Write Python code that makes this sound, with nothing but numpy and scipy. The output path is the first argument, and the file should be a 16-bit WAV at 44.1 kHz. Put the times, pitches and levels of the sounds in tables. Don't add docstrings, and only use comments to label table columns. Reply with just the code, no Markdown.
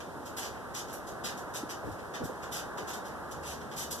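import sys
import numpy as np
from scipy import signal
from scipy.fft import rfft, irfft, next_fast_len
from scipy.io import wavfile
from scipy.ndimage import uniform_filter1d

SR = 44100
rng = np.random.default_rng(int(sys.argv[2]) if len(sys.argv) > 2 else 0)


def transcribe(u):
    v = np.clip(np.atleast_2d(u).T, -1, 1)
    q = np.round(v * 32767).astype(np.int16)
    wavfile.write(sys.argv[1], SR, q)


N = 176400
TIME = np.arange(N) / SR
FFT_SIZE = next_fast_len(N + SR)
FREQS = np.arange(FFT_SIZE // 2 + 1) * SR / FFT_SIZE
SIDES = np.array([[1], [-1]])
PORT_LAG_S = 0.0004441

# (start [s], length [s], relative level [dB], tilt [dB/octave])
STROKES = [(0.0, 0.0019, -43.5, -6), (0.251, 0.025, -47.5, -0.5), (.364, 0.031, -36, -1),
           (0.409, 0.058, -42, -3), (0.516, .09, -65, -11), (0.737, 0.061, -39.5, -0.5),
           (0.869, 0.062, -51.5, -2), (0.926, 0.011, -45, 10.5), (0.935, 0.0033, -45.5, -4),
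           (1.065, 0.025, -47.5, 1.5), (1.235, 0.036, -36, -1.5), (1.276, 0.027, -47, -2.5),
           (1.366, 0.025, -48.5, 0), (1.535, 0.041, -38.5, 0), (1.688, 0.023, -39, -2),
           (1.833, .07, -61, 0), (1.911, 0.012, -53, 1.5), (1.984, 0.013, -57.5, -8),
           (2.134, 0.026, -44, -6.5), (2.233, 0.023, -45, 3.5), (2.303, .1, -63.5, -1),
           (2.42, 0.022, -47.5, -4), (2.512, 0.063, -38, 0), (2.582, 0.019, -44.5, -2.5),
           (2.771, 0.017, -44, -5), (2.868, 0.044, -41.5, -2), (2.927, 0.02, -41.5, 2),
           (3.04, 0.043, -51.5, -1), (3.308, 0.016, -46, 0.5), (3.423, 0.04, -49.5, -2.5),
           (3.451, 0.081, -43, -0.5), (3.603, 0.015, -52.5, -4.5), (3.707, 0.032, -49, -4.5),
           (3.758, 0.077, -37.5, 1), (3.903, 0.025, -35.5, 3), (3.973, .028, -48.5, 0)]
# (frequency [Hz], relative level [dB])
SURFACE_SPECTRUM = [(150, -34), (500, 4.5), (2600, 2.5), (3800, 2.5), (7200, 5.5), (8500, -0.5),
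                    (10500, -0.5), (12000, 4), (14500, -25.5)]
# (frequency [Hz], gain [dB])
ROOM_RESONANCES = [(2995, 4), (3150, 5), (3230, 5), (3600, 5.5), (4985, 6.5), (5615, 4), (5725, 3.5),
                   (5912, 10.5), (5985, 6), (7150, 5.5), (8162, 8.5), (10730, -0.5), (12170, 4.5)]
# (frequency [Hz], share of the other port [ratio])
REVERB_CROSS = [(400, .02), (2200, 1), (4400, 0.35), (6000, 0.016), (9000, 0.084), (12000, 0.26)]
# (frequency [Hz], relative level [dB])
RUSH_SPECTRUM = [(20, -25), (55, -4), (500, -0.1), (800, -0.5), (1150, -3), (1600, -5.5), (2200, -22),
                 (4000, -42)]
# (time [s], gain [dB])
RUSH_SWELL = [(0, -4), (.55, -0.5), (1.1, 0), (1.35, 2.5), (2.08, -0.5), (2.6, 3), (2.95, 3.5),
              (3.75, -1.8)]
# (frequency [Hz], left minus right [dB])
RUSH_BALANCE = [(60, -6), (130, -2.5), (350, 1.5), (600, -1.5), (1100, -0.5)]
# (frequency [Hz], coherence [0-1], phase lead of the right [rad])
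RUSH_IMAGE = [(55, .87, -1.8), (260, .7, -.7), (470, .75, .1), (680, .45, .9), (880, .8, 0),
              (1150, .98, .05), (1400, .87, .6), (1700, .8, 1.6), (2200, .95, 3.1)]
# (frequency [Hz], relative level [dB])
HISS_SPECTRUM = [(2200, 10.5), (4500, 7), (9000, 4.5), (12000, 5), (14400, -6.5)]
# (frequency [Hz], share of the other port [ratio])
HISS_CROSS = [(2200, 1), (4500, 0.38), (6000, 0.08), (12000, 0.063)]
# (time [s], level [dB])
HUM_LEVEL = [(3.1, -73), (3.4, -55)]
# (start [s], length [s], level [dB], resonance [Hz])
BUMPS = [(1.226, 0.029, -44, 215), (1.828, 0.092, -44.5, 106), (1.833, 0.016, -39.5, 580),
         (1.863, 0.029, -39.5, 330), (2.195, 0.038, -39.5, 217), (2.198, 0.045, -40, 477),
         (2.23, 0.015, -36, 112), (2.287, 0.016, -37.5, 445), (2.777, 0.014, -39.5, 604),
         (2.787, 0.046, -42.5, 380)]
# (centre time [s], envelope peak [dB], frequency [Hz])
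KNOCKS = [(1.6372, -27.5, 303), (2.2565, -31.5, 263)]


def from_db(db):
    return 10 ** (np.asarray(db) / 20)


def unit_rms(x):
    return x / np.sqrt(np.mean(x ** 2) + 1e-20)


def at_hz(points):
    hz, value = np.transpose(points)
    return np.interp(np.log(FREQS + 1), np.log(hz), value)


def filtered(x, response):
    return irfft(rfft(x, FFT_SIZE) * response, FFT_SIZE)[..., :N]


def minimum_phase(gain):
    cepstrum = irfft(np.log(gain + 1e-9), FFT_SIZE)
    return np.exp(rfft(cepstrum * (1 + np.sign(np.fft.fftfreq(FFT_SIZE)))))


def add(out, start, sound):
    i = int(start * SR)
    part = sound[..., :N - i]
    out[..., i:i + part.shape[-1]] += part


def port_delay():
    return np.exp(-2j * np.pi * FREQS * PORT_LAG_S)


def widen(ports, shares):
    share = np.clip(at_hz(shares), 0, 1)
    norm = 1 / np.sqrt(1 + share ** 2)
    return filtered(ports, norm) - filtered(ports[::-1], norm * share * port_delay())


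def contact_pressure(t, length, sag_db_per_s=59, release_s=0.01):
    attack_s = 0.0056 + 0.18 * length
    release = np.exp(-np.maximum(t - length, 0) / release_s)
    return np.clip(t / attack_s, 0, 1) * from_db(-sag_db_per_s * t) * release


def slips(slips_per_s=2800, size_spread_db=2, spot_spread_db=0.9):
    out, size = np.zeros(N), SR // 4
    t = np.arange(size) / SR
    octaves = np.log2(np.clip(np.fft.rfftfreq(size, 1 / SR), 1500, SR / 2) / 6000)
    knots = np.linspace(octaves[0], octaves[-1], 24)
    for start, length, db, tilt in STROKES:
        strengths = from_db(size_spread_db * np.minimum(rng.exponential(1, size), 4))
        strengths *= rng.choice([-1, 1], size)
        impulses = unit_rms(strengths * (rng.random(size) < slips_per_s / SR))
        spot = np.interp(octaves, knots, rng.standard_normal(len(knots)))
        tint = from_db(db + tilt * octaves + spot_spread_db * spot)
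        add(out, start, irfft(rfft(impulses * contact_pressure(t, length)) * tint, size))
    return out


def scratches(peak_width_hz=54, source_db=-0.03, direct_db=-1, reverb_db=0.5):
    room_peaks_db = sum(db / (1 + (2 * (FREQS - hz) / peak_width_hz) ** 2) for hz, db in ROOM_RESONANCES)
    colour = unit_rms(from_db(at_hz(SURFACE_SPECTRUM) + room_peaks_db))
    source = from_db(source_db) * filtered(slips(), minimum_phase(colour))
    far_port = np.where(FREQS > 700, -port_delay(), 1)
    direct = np.array([source, filtered(source, far_port)])
    return from_db(direct_db) * direct + from_db(reverb_db) * widen(bedroom(source), REVERB_CROSS)


def bedroom(x, t60_s=0.27, treble_t60_s=0.16, smoothing_hz=90):
    white = rng.standard_normal((2, N))
    low = filtered(white, 1 / (1 + (FREQS / 7000) ** 4))
    tail = low * from_db(-60 * TIME / t60_s) + (white - low) * from_db(-60 * TIME / treble_t60_s)
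    response = rfft(tail * (TIME > 0.003), FFT_SIZE)
    band_power = uniform_filter1d(abs(response) ** 2, size=int(smoothing_hz * FFT_SIZE / SR))
    mid, side = response / np.sqrt(band_power)
    return filtered(x, (mid + SIDES * side) / np.sqrt(2))


def rush(base_db=-42, swell_from_hz=850):
    coherence = at_hz([(hz, alike) for hz, alike, _ in RUSH_IMAGE])
    phase = at_hz([(hz, lead) for hz, _, lead in RUSH_IMAGE])
    mid, side = rng.standard_normal((2, N))
    air = filtered(mid, np.sqrt(1 + coherence)) + SIDES * filtered(side, np.sqrt(1 - coherence))
    colour = from_db(at_hz(RUSH_SPECTRUM) + SIDES * at_hz(RUSH_BALANCE) / 2)
    air = unit_rms(filtered(air, colour * np.exp(-1j * SIDES * phase / 2)))
    upper = air - filtered(air, 1 / (1 + (FREQS / swell_from_hz) ** 2))
    swell = from_db(np.interp(TIME, *np.transpose(RUSH_SWELL)))
    return from_db(base_db) * (air + upper * (swell - 1))


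def hiss(level_db=-57):
    noise = widen(rng.standard_normal((2, N)), HISS_CROSS)
    return from_db(level_db) * unit_rms(filtered(noise, from_db(at_hz(HISS_SPECTRUM))))


def hum(fundamental_hz=76.26, width_hz=3.5, fall_db=2.5):
    lines = sum(from_db(-fall_db * k) / (1 + (2 * (FREQS - k * fundamental_hz) / width_hz) ** 2)
                for k in (1, 2, 3))
    level = from_db(np.interp(TIME, *np.transpose(HUM_LEVEL)))
    return level * unit_rms(filtered(rng.standard_normal(N), lines))


def bumps(q=2.6, side_db=-4):
    out, size = np.zeros((2, N)), SR // 4
    t = np.arange(size) / SR
    for start, length, db, hz in BUMPS:
        mid, side = rng.standard_normal((2, size))
        force = (mid + from_db(side_db) * SIDES * side) * contact_pressure(t, length)
        ringing = signal.lfilter(*signal.iirpeak(hz, q, fs=SR), force)
        thud = signal.lfilter(*signal.butter(2, 2 * hz, fs=SR), ringing)
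        add(out, start, from_db(db) * unit_rms(thud) * np.sqrt(length * SR / size))
    return out


def knocks(half_width_cycles=0.91):
    out = np.zeros(N)
    for centre_s, db, hz in KNOCKS:
        cycles = (TIME - centre_s) * hz
        out += from_db(db) * np.exp(-(cycles / half_width_cycles) ** 2) * np.sin(2 * np.pi * cycles)
    return out


def scene():
    return scratches() + bumps() + knocks() + hiss() + hum() + rush()


def record(dry):
    cutoff_hz = 14500
    return filtered(dry, 1 / np.sqrt(1 + (FREQS / cutoff_hz) ** 240))


dry = scene()
out = record(dry)
transcribe(out)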